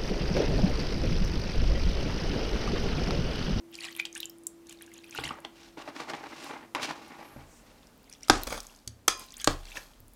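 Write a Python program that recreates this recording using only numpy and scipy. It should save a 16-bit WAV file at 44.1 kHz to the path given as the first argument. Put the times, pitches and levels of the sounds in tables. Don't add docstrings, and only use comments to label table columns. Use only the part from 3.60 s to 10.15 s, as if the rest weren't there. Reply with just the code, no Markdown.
import sys
import numpy as np
from scipy import signal
from scipy.fft import rfft, irfft
from scipy.io import wavfile

SR = 44100
rng = np.random.default_rng(int(sys.argv[2]) if len(sys.argv) > 2 else 0)


def unload_wav(signal):
    wavfile.write(
        sys.argv[1],
        SR,
        np.round(np.clip(np.atleast_2d(signal).T, -1, 1) * 32767).astype(np.int16),
    )


def boost_factor(decibels):
    exponent = np.asarray(decibels, float) / 20
    return 10 ** exponent


N = 288855
TIME = np.arange(N) / SR

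# peak_s, level_db, rise_s (per 20 dB), fall_s (per 20 dB)
GUSHES = [(0.144, -51.5, .03, .09), (0.252, -37.5, 0.081, 0.0538), (0.32, -47.5, .1, .015),
          (0.375, -49, .04, 0.01), (0.4, -35.5, 0.015, .012), (0.453, -36.5, 0.0025, 0.0171),
          (0.565, -41, 0.027, 0.03), (0.638, -49.5, 0.072, .035), (1.11, -48.5, .04, 0.05),
          (1.218, -56, 0.037, .08), (1.392, -56, 0.17, -0.1), (1.5, -56.5, 0.23, 0),
          (1.592, -40.5, 0.078, 0.06), (1.638, -37, 0.0063, .09), (4.532, -58.5, .12, 0.1),
          (4.636, -54, .035, 0.16), (5.726, -60, 0.13, 0.1), (5.818, -42, 0.063, .02),
          (6.126, -50.5, 0.18, .025), (6.176, -40, 0.036, .01)]
# pitch_hz, level_db, t60_s (time to fade 60 dB)
PAN_MODES = [(1041, -6, 0.5), (1380, -12, .25), (1760, -6, 0.2), (2300, -7, .15), (2450, -5.5, 0.29),
             (3360, 1.5, .2), (3650, -8.5, .15), (3990, -9.5, .25), (4500, -0.5, 0.1), (4920, -4, 0.35),
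             (5313, -13.5, .3), (5680, -3, 0.16), (6330, -6.5, 0.41), (6460, -5.5, 0.23), (7000, -13.5, .2),
             (7800, -3.5, 0.11), (8473, -17.5, 0.21), (8900, -10.5, .25), (10340, -9, 0.15),
             (12400, -14, .14)]
# pitch_hz, level_db, t60_s
BLADE_MODES = [(1284, 8.5, 0.027), (623.6, -13, 0.074), (792, -5.5, 0.049), (954, -3.5, 0.046),
               (1680, -9.5, 0.015), (2296, -10, 0.033)]


def pops():
    # start_s, level_db, pitch_hz, cycles (ringing before it fades to about a third, at most 6 used)
    bubble_rows = [(0.1276, -40, 3070, 3), (0.143, -31, 5370, 2), (0.1445, -33, 3040, 8),
                   (0.154, -23.5, 4700, 2.1), (0.188, -29.5, 2400, 9.7), (0.2074, -23.5, 4200, 4),
                   (0.2377, -23, 2700, 1.6), (0.244, -24, 2410, 3.3), (0.2853, -29.5, 1860, 12),
                   (0.328, -32, 4230, 4), (0.351, -28.5, 3080, 3.2), (0.3647, -28, 2360, 1.9),
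                   (0.3856, -31, 2300, 1.5), (0.398, -12, 2350, 7.7), (0.4532, -15.5, 3060, 2.6),
                   (0.528, -29.5, 6140, 6.7), (0.552, -20, 6130, 1.9), (0.5583, -28.5, 1690, 7.3),
                   (0.6023, -21, 3760, 11), (0.6305, -18.5, 3010, 10.4), (0.656, -18.5, 7000, 4.6),
                   (0.6997, -32.5, 5140, 4.3), (0.836, -40, 7700, 4.8), (0.8693, -14, 7340, 8.9),
                   (1.07, -34, 5800, 2), (1.095, -29, 6600, 6.3), (1.1266, -34.5, 2850, 3.1),
                   (1.1738, -43, 4130, 4), (1.1887, -42, 3560, 5.3), (1.2107, -36, 1700, 1.1),
                   (1.264, -36.5, 6270, 1.7), (1.277, -43.5, 1580, 4.8), (1.317, -40, 2050, 5.8),
                   (1.341, -34, 6440, 4), (1.3444, -40.5, 3460, 4.3), (1.3796, -33, 6600, 6.6),
                   (1.442, -34.5, 2450, 8.4), (1.51, -27.5, 6100, 2.1), (1.526, -31, 2420, 8),
                   (1.549, -28, 1380, 4), (1.5765, -19.5, 2720, 6.5), (1.592, -33, 1105, 7),
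                   (1.6377, -25, 2000, 6.2), (1.6467, -37, 2090, 6.9), (1.6756, -25, 1860, 3.9),
                   (1.691, -24, 2820, 6.1), (1.7073, -19.5, 1187, 3.6), (1.8496, -20, 3130, 2.1),
                   (4.2306, -41, 3400, 3), (4.2707, -37.5, 5400, 1.4), (4.4423, -41.5, 4600, 3.5),
                   (4.4965, -37, 4570, 3.5), (4.527, -28.5, 5530, 4.4), (4.5367, -31.5, 5600, 3.9),
                   (4.5505, -42.5, 3300, 3), (4.6084, -40, 5450, 3.5), (4.6322, -25, 5500, 7.5),
                   (4.835, -27, 4020, 2.5), (4.872, -23, 4600, 3.5), (4.8994, -25, 6440, 4.4),
                   (4.927, -23.5, 2020, 1.8), (5.0038, -20, 5050, 1.2), (5.0686, -27.5, 6370, 3.1),
                   (5.0973, -44, 2660, 4.3), (5.1492, -40, 4770, 4), (5.162, -35.5, 6260, 4.3),
                   (5.1893, -43, 4660, 2.1), (5.686, -35.5, 3880, 4.5), (5.706, -33, 4670, 3.5),
                   (5.7225, -29, 6300, 2.7), (5.7413, -30.5, 3360, 3.5), (5.7688, -26, 6550, 2.3),
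                   (5.8, -27.5, 4600, 3.5), (5.816, -24, 6300, 2.8), (6.0546, -30, 4260, 2.3),
                   (6.0866, -36.5, 3150, 5.2), (6.118, -31.5, 2450, 3.8), (6.1712, -20.5, 1690, 3.5),
                   (6.336, -42, 3020, 1.4)]
    # start_s, peak_db, centre_hz
    tick_rows = [(0.117, -38, 15200), (0.1536, -37, 8810), (0.2053, -34, 8790), (0.2264, -36, 8600),
                 (0.25, -29, 9400), (0.18, -41, 10900), (0.3252, -40, 12700), (0.3506, -40, 10700),
                 (0.3655, -25.5, 11200), (0.375, -33, 12000), (0.4155, -40, 11000), (0.4704, -46, 8000),
                 (0.646, -40, 11000), (0.7847, -43, 9000), (0.5572, -42, 8590), (0.578, -24.5, 9300),
                 (0.6052, -20.5, 15000), (0.6969, -28, 14600), (0.8365, -39.5, 8550), (0.8688, -16, 9000),
                 (1.1267, -34, 9440), (1.223, -30, 11200), (1.3384, -34.5, 10000), (1.4447, -41, 9680),
                 (1.4975, -38, 12400), (1.5499, -31, 11900), (1.6794, -30, 9150), (1.804, -40, 9360),
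                 (2.8443, -36, 9590), (3.1494, -33.5, 9860), (3.2296, -36, 8500), (3.4815, -42, 10000),
                 (4.378, -47.5, 12300), (4.432, -45.5, 15300), (4.4993, -35.5, 9300), (4.677, -40.5, 8690),
                 (4.688, -33, 10100), (4.6992, -11.5, 9550), (4.78, -35, 9000), (4.819, -34.5, 9260),
                 (4.835, -18, 11500), (4.8704, -36.5, 9290), (4.8918, -36.5, 9570), (4.972, -35, 8640),
                 (5.006, -32.5, 12900), (5.032, -38.5, 11500), (5.2767, -24, 9260), (5.479, -13, 10400),
                 (5.533, -34, 9100), (5.5778, -38.5, 11200), (5.596, -26, 10600), (5.6636, -40, 12700),
                 (5.7404, -36, 13000), (5.7718, -33.5, 8300), (5.782, -33, 10200), (5.811, -35.5, 9500),
                 (5.8163, -35.5, 9460), (5.8732, -18, 9240), (6.0542, -41, 8580), (6.1026, -42.5, 10830),
                 (6.1714, -39, 8500), (6.4035, -35.5, 13700), (6.4821, -39, 11520), (6.5362, -39, 12350)]
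    lead_s = 0.0003
    out = np.zeros(N)
    for start_s, level_db, pitch_hz, cycles in bubble_rows:
        tone = bubble(pitch_hz, min(cycles, 6), glide=0.014, samples=int(0.033 * SR))
        splat = snap(0.002, 0.9 * pitch_hz, 1.67 * pitch_hz)
        add(out, start_s - lead_s, boost_factor(level_db - 8) * tone / np.abs(tone).max())
        add(out, start_s - lead_s, boost_factor(level_db - 11.5) * splat)
    for start_s, peak_db, centre_hz in tick_rows:
        tick = snap(0.00016, 0.82 * centre_hz, 1.235 * centre_hz)
        add(out, start_s - lead_s, boost_factor(peak_db) * tick)
    return out


def trickle(count=20000):
    # pitch_hz, level_db
    fizz = [(650, -22), (1200, -16.5), (2000, -6.5), (2800, 1), (4500, -3), (8000, -3.5), (15000, -14.5)]
    when, size, loudness, length, chirp = rng.random((count, 5)).T
    pitch_hz = 650 * 23 ** size
    span = np.arange(600)
    starts = (when * (N - len(span))).astype(int)
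    fizz_hz, fizz_db = np.transpose(fizz)
    level_db = np.interp(np.log(pitch_hz), np.log(fizz_hz), fizz_db)
    level_db = level_db - 3.2 * np.log(.015 + loudness)
    cycles = 1.5 + 6.0 * length[:, None] ** 2
    glide = .05 * chirp[:, None] ** 2
    fade = np.cos(np.pi / 2 * span / len(span))
    tones = bubble(pitch_hz, cycles, glide, samples=len(span)) * boost_factor(level_db)[:, None] * fade
    swarm = np.bincount((starts[:, None] + span).ravel(), tones.ravel(), N)
    return swells(GUSHES) * unit(swarm)


def small_ticks(count=260):
    out = np.zeros(N)
    wet = swells(GUSHES) / boost_factor(-50)
    for when, size, pitch in rng.random((count, 3)):
        gain = boost_factor(-45 - 7.5 * size) * wet[int(when * N)] ** 0.4
        tick = snap(0.0002, 7000 * 1.8 ** pitch, 11000 * 1.8 ** pitch)
        add(out, when * N / SR, gain * tick)
    return out


def rubs_and_bumps():
    # peak_s, body_db, rise_s (per 20 dB), fall_s (per 20 dB), scratch_above_body_db
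    wood_swells = [(1.57, -47, 0.053, -0.01, 0), (1.62, -43, .03, 0.25, -17),
                   (1.708, -36.5, .006, .05, -21), (1.848, -41.5, 0.0073, 0.03, -11),
                   (2.0, -65.5, .1, 0.2, 11), (2.09, -64.5, 0.09, -0.1, 8.5),
                   (2.176, -45, 0.0072, 0.15, -8), (2.225, -54, 0.038, -0.16, 4.5),
                   (2.284, -40, 0.033, 0.05, -10), (2.365, -42, .03, .04, -5),
                   (2.404, -36.5, .04, 0.07, -7.5), (2.5, -33, 0.03, 0.03, -8.5),
                   (2.54, -35.5, .014, 0.06, -10), (2.66, -42, 0.18, 0.04, -11.5),
                   (2.736, -40.5, .045, -0.04, -26), (2.86, -46.5, 0.31, 0.16, 0.5),
                   (2.905, -39, .02, .06, -22), (2.94, -39.5, .04, .09, -18),
                   (3.036, -47, 0.089, 0.03, -16), (3.155, -31, 0.0022, .065, -13),
                   (3.2, -39, 0.024, 0.03, -17), (3.236, -40, 0.028, 0.0439, 10.5),
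                   (3.254, -32, 0.024, 0.0064, -10), (3.31, -34.5, 0.054, 0.0338, -2.5),
                   (3.36, -52, 0.08, 0.53, -2.5), (3.514, -50, 0.062, .12, -24),
                   (3.598, -47, 0.096, 0.31, -13), (3.794, -55.5, 0.03, 0.11, -8),
                   (4.1, -66.5, 0.42, 0.55, 1.5)]
    # frequency_hz, level_db
    body_colour = [(65, -48.5), (110, -19), (149, -7), (205, -12), (273, 2), (370, -2), (421, -1),
                   (456, -9), (891, -0.5), (1530, -9), (2400, -10), (2680, -16), (5000, -31.5), (6500, -48),
                   (11000, -120)]
    # frequency_hz, level_db
    scratch_colour = [(880, -11), (1500, -6.5), (1980, -7.5), (2800, -3), (3480, -7), (3810, -5),
                      (5600, -8), (13700, -31), (16000, -37)]
    # start_s, ring_peak_db, pitch_hz
    bumps = [(1.586, -28.5, 444), (1.786, -42, 566), (2.172, -42, 342), (2.276, -37, 663),
             (2.399, -37, 1100), (2.419, -51, 824), (2.535, -30.5, 820), (2.639, -40.5, 880),
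             (2.898, -38.5, 830), (3.149, -22, 1000), (3.592, -41, 350), (3.762, -42.5, 211),
             (5.481, -26, 349), (5.875, -19, 255.4)]
    body = unit(colour(grains(per_s=530, spread_db=3.5, smear_s=0.0037), body_colour))
    scratch = unit(colour(grains(per_s=700, spread_db=3.5, smear_s=0.0042), scratch_colour))
    out = swells(wood_swells) * body + swells(wood_swells, above=True) * scratch
    for start_s, peak_db, hz in bumps:
        tone = ring([(hz, 0, .04), (1.78 * hz, -6, .025)], length_s=.1, push_s=0.00023)
        add(out, start_s, boost_factor(peak_db) * tone)
        add(out, start_s, boost_factor(peak_db + 3) * snap(0.0037, low_hz=0.79 * hz, high_hz=3.37 * hz))
    return out


def knocks():
    # start_s, crack_peak_db, low_hz (bass thins out below it),
    # blade_db (against the crack), pan_db (against the crack)
    blows = [(4.683, -27.5, 900, -3, -44), (4.6981, 0, 148, -2, -32.5), (5.2759, -23, 2530, -34, -29),
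             (5.4807, -5.5, 1170, -3, -7), (5.8436, -14, 1540, -29.5, -37), (5.874, -4.5, 152, -16, -29.5)]
    # frequency_hz, level_db
    blow_colour = [(88, -64.5), (150, -1.5), (186, -14), (259, 6), (376, 5), (460, -3), (1240, -5.5),
                   (1480, -8.5), (2180, -15), (2760, -16), (4490, -16), (5050, -17.5), (7180, -21),
                   (8560, -28), (16000, -56.5)]
    out = np.zeros(N)
    t = np.arange(int(.6 * SR)) / SR
    rattle = grains(per_s=660, spread_db=2.5, smear_s=0.0053)
    pairs = PAN_MODES + [(hz * 1.007, level - 6.5, t60) for hz, level, t60 in PAN_MODES]
    blade_hz = np.transpose(BLADE_MODES)[0]
    for start_s, crack_db, low_hz, blade_db, pan_db in blows:
        tilt_db = 2 + 1.72 * np.log2(low_hz / 148)
        tilted = [(hz, level + tilt_db * np.log2(hz / 1000) - 12 * max(np.log2(low_hz / hz), 0))
                  for hz, level in blow_colour]
        strike = (1 - np.exp(-t / .0004)) * np.exp(-t / 0.0022)
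        crack = colour(rng.standard_normal(len(t)) * strike, tilted)
        clank_t60_s = max(0.4 + 0.04 * crack_db, .05)
        clank = unit(colour(np.roll(rattle, int(start_s * SR))[:len(t)], tilted))
        clank = clank * 1000 ** (-t / clank_t60_s)
        add(out, start_s, boost_factor(crack_db) * (crack / np.abs(crack).max() + boost_factor(-26.5) * clank))
        blade_gains = boost_factor(-18 * np.maximum(np.log2(low_hz / blade_hz), 0))
        clack = ring(BLADE_MODES, blade_gains, length_s=.2, push_s=.0002)
        add(out, start_s, -boost_factor(crack_db + blade_db) * clack)
        pan_gains = boost_factor(1.0 * rng.standard_normal(len(pairs)))
        add(out, start_s, boost_factor(crack_db + pan_db) * ring(pairs, pan_gains, length_s=.6))
    return out


def scrapes_and_tails():
    # peak_s, ringing_db, rise_s (per 20 dB), fall_s (per 20 dB), hiss_above_ringing_db
    pan_swells = [(4.84, -46.5, 0.0055, 0.01, -3), (4.872, -31, 0.0036, 0.0184, -19.5),
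                  (4.905, -38, 0.024, 0.09, -14.5), (4.926, -35, 0.041, .06, -17.5),
                  (4.975, -39.5, .04, 0.0364, -12), (5.03, -62, 0.12, 0.25, 5.5),
                  (5.124, -57, 0.082, .05, -9), (5.17, -69.5, 0.054, 0.2, 4), (5.5, -50, .01, 0.19, -2),
                  (5.6, -52.5, .03, 0.11, 4), (5.9, -45, .02, 0.11, -2), (6.0, -60, 0.049, 0.36, -20.5),
                  (6.06, -66, .05, 0.2, 4), (6.13, -56.5, .14, 0.1, -4), (6.176, -43, 0.063, 0.0345, -7.5),
                  (6.2, -57.5, .03, 0.24, 1.5)]
    damped_modes = [(hz, db, .03 * t60 + .003) for hz, db, t60 in PAN_MODES + BLADE_MODES]
    damped = ring(damped_modes, length_s=.1)
    contacts = grains(per_s=480, spread_db=2.5, smear_s=0.0018)
    wall = unit(signal.fftconvolve(contacts, damped)[:N])
    hiss_colour = [(2000, -11.0), (4500, -4.5), (9000, -11.0), (16000, -21.5)]  # Hz, dB
    hiss = unit(colour(grains(per_s=2500, spread_db=4.5, smear_s=0.00089), hiss_colour))
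    return swells(pan_swells) * wall + swells(pan_swells, above=True) * hiss


def thumps():
    # start_s, boom_peak_db, thud_peak_db, thud_pitch_hz
    jolts = [(1.59, -76, -39.5, 131), (1.65, -74, -37, 143), (1.697, -74, -44, 196), (3.762, -54, -39, 134),
             (4.695, -29, -29, 107), (5.273, -66, -38, 111.4), (5.478, -49, -42.5, 205),
             (5.873, -30, -27.5, 129.5), (6.401, -60.5, -48.5, 110.2)]
    # pitch_hz, level_db, t60_s
    sway_modes = [(32, 4, .9), (45, -16.5, 0.26), (55, -2.5, .3)]
    # pitch_hz, level_db, t60_s
    top_modes = [(78.6, -1.5, 0.55), (250, -4, 0.17), (346, -5, .08)]
    out = np.zeros(N)
    for start_s, boom_db, thud_db, hz in jolts:
        thud = ring(top_modes + [(hz, 3, 40 / hz)], length_s=.6, push_s=0.00087)
        add(out, start_s, boost_factor(boom_db) * ring(sway_modes, push_s=0.034))
        add(out, start_s, boost_factor(thud_db) * thud)
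    return out


def swishes():
    # middle_s, half_length_s, centre_hz, width_hz, level_db
    breaths = [(2.861, .07, 6000, 7000, -56.5), (3.70, .09, 11500, 1500, -65), (3.95, .07, 7040, 2980, -62),
               (5.047, .13, 11530, 900, -69), (6.2, .1, 11540, 1460, -64.5)]
    out = np.zeros(N)
    for middle_s, half_s, hz, width_hz, level_db in breaths:
        band = signal.butter(2, [hz - width_hz / 2, hz + width_hz / 2], "band", fs=SR, output="sos")
        hiss = unit(signal.sosfilt(band, rng.standard_normal(N)))
        out += boost_factor(level_db) * np.exp(-((TIME - middle_s) / half_s) ** 2) * hiss
    return out


def background():
    # frequency_hz, level_db
    air_colour = [(32, -39), (55, -14), (185, -11), (241, -6.5), (278, -8.5), (336, -15.5), (417, -13.5),
                  (671, -17), (738, -18), (1190, -22), (1280, -23), (2870, -29), (7800, -32.5),
                  (15200, -36.5), (16300, -53)]
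    # time_s, level_db
    air_level = [(0, -60.5), (1.5, -61), (3.7, -58), (3.9, -58), (5, -62), (6.55, -62.5)]
    # peak_s, level_db, rise_s (per 20 dB), fall_s (per 20 dB)
    rumble_swells = [(2.21, -71, 2, 0.78), (3.89, -66, .4, 2.5), (4.9, -45, 0.23, 0.15),
                     (5.87, -55.5, .22, .55), (6.55, -59, 0.48, .5)]
    # time_s, rms_db
    tone_level = [(0, -53), (1.57, -55.5), (1.62, -59), (3.7, -61.5), (3.78, -91), (6.55, -82)]
    air = boost_factor(curve(air_level)) * unit(colour(rng.standard_normal(N), air_colour))
    rumble_colour = [(15, -14.5), (30, 12.5), (50, 14.5), (90, -25.5)]  # Hz, dB
    rumble = unit(colour(rng.standard_normal(N), rumble_colour))
    rumble = (boost_factor(-81) + swells(rumble_swells)) * rumble
    tone = np.sqrt(2) * boost_factor(curve(tone_level)) * np.sin(2 * np.pi * 335.7 * TIME)
    return air + rumble + tone


def room(x):
    low_t60_s, treble_t60_s, level_db = 0.27, 0.15, -13.5
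    t = np.arange(int(.6 * SR)) / SR
    low = signal.sosfilt(signal.butter(1, 2500, fs=SR, output="sos"), rng.standard_normal(len(t)))
    bright = .5 * rng.standard_normal(len(t))
    tail = low * 1000 ** (-t / low_t60_s) + bright * 1000 ** (-t / treble_t60_s)
    tail *= 1 - np.exp(-t / 0.00091)
    tail = signal.sosfilt(signal.butter(2, 200, "high", fs=SR, output="sos"), tail)
    tail /= np.sqrt(np.sum(tail ** 2))
    return x + boost_factor(level_db) * signal.fftconvolve(x, tail)[:N]


def bubble(hz, cycles, glide, samples):
    turns = np.multiply.outer(hz, np.arange(samples) / SR)
    life = turns / np.maximum(cycles, 1)
    swing = np.sin(2 * np.pi * turns * (1 + glide * life))
    return (1 - np.exp(-turns / 2.6)) * np.exp(-life) * swing


def ring(modes, gains=1, length_s=1., push_s=0):
    t = np.arange(int(length_s * SR))[:, None] / SR
    hz, db, t60_s = np.transpose(modes)
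    sines = np.sin(2 * np.pi * hz * t) * np.exp(-np.log(1000) * t / t60_s)
    y = sines @ (boost_factor(db) * gains)
    y = np.convolve(y, np.hanning(int(push_s * SR) + 3))
    return y / np.abs(y).max()


def snap(decay_s, low_hz, high_hz):
    t = np.arange(int(10 * decay_s * SR) + 60) / SR
    burst = rng.standard_normal(4096)[:len(t)] * np.exp(-t / decay_s)
    edges = np.clip([low_hz, high_hz], 20, .45 * SR)
    y = signal.sosfilt(signal.butter(2, edges, "band", fs=SR, output="sos"), burst)
    return y / np.abs(y).max()


def grains(per_s, spread_db, smear_s):
    sizes = boost_factor(spread_db * np.minimum(rng.exponential(size=N), 3.7))
    hits = (rng.random(N) < per_s / SR) * sizes
    power = signal.lfilter([1], [1, -np.exp(-1 / (smear_s * SR))], hits ** 2)
    return unit(np.sqrt(power + 1e-9) * rng.standard_normal(N))


def swells(rows, above=False):
    power = np.full(N, 1e-14)
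    for peak_s, db, rise_s, fall_s, *extra_db in rows:
        rising = (peak_s - TIME) / max(rise_s, 1e-3)
        falling = (TIME - peak_s) / max(fall_s, 1e-3)
        drop_db = 20 * np.maximum(rising, falling)
        power += boost_factor(2 * (db + above * sum(extra_db) - drop_db))
    return np.sqrt(power)


def colour(x, points):
    hz, db = np.transpose(points)
    grid = np.maximum(np.fft.rfftfreq(8192, 1 / SR), 1)
    cep = irfft(np.log(boost_factor(np.interp(np.log(grid), np.log(hz), db))))
    cep[1:4096] *= 2
    cep[4097:] = 0
    return signal.fftconvolve(x, irfft(np.exp(rfft(cep))))[:len(x)]


def curve(rows):
    return np.interp(TIME, *np.transpose(rows))


def unit(x):
    return x / np.sqrt(np.mean(x ** 2))


def add(out, start_s, sound):
    i = int(start_s * SR)
    out[i:i + len(sound)] += sound[:len(out) - i]


def scene():
    near = pops() + small_ticks() + trickle() + rubs_and_bumps() + scrapes_and_tails() + swishes() + knocks()
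    near = signal.sosfilt(signal.butter(2, 90, "high", fs=SR, output="sos"), near)
    return (room(near) + thumps() + background())[None]


def top_cut(x):
    return signal.sosfilt(signal.butter(12, 16480, fs=SR, output="sos"), x)


def record(dry):
    mix = np.clip(dry, -1, 1)
    return top_cut(mix)


dry = scene()
out = record(dry)
unload_wav(out)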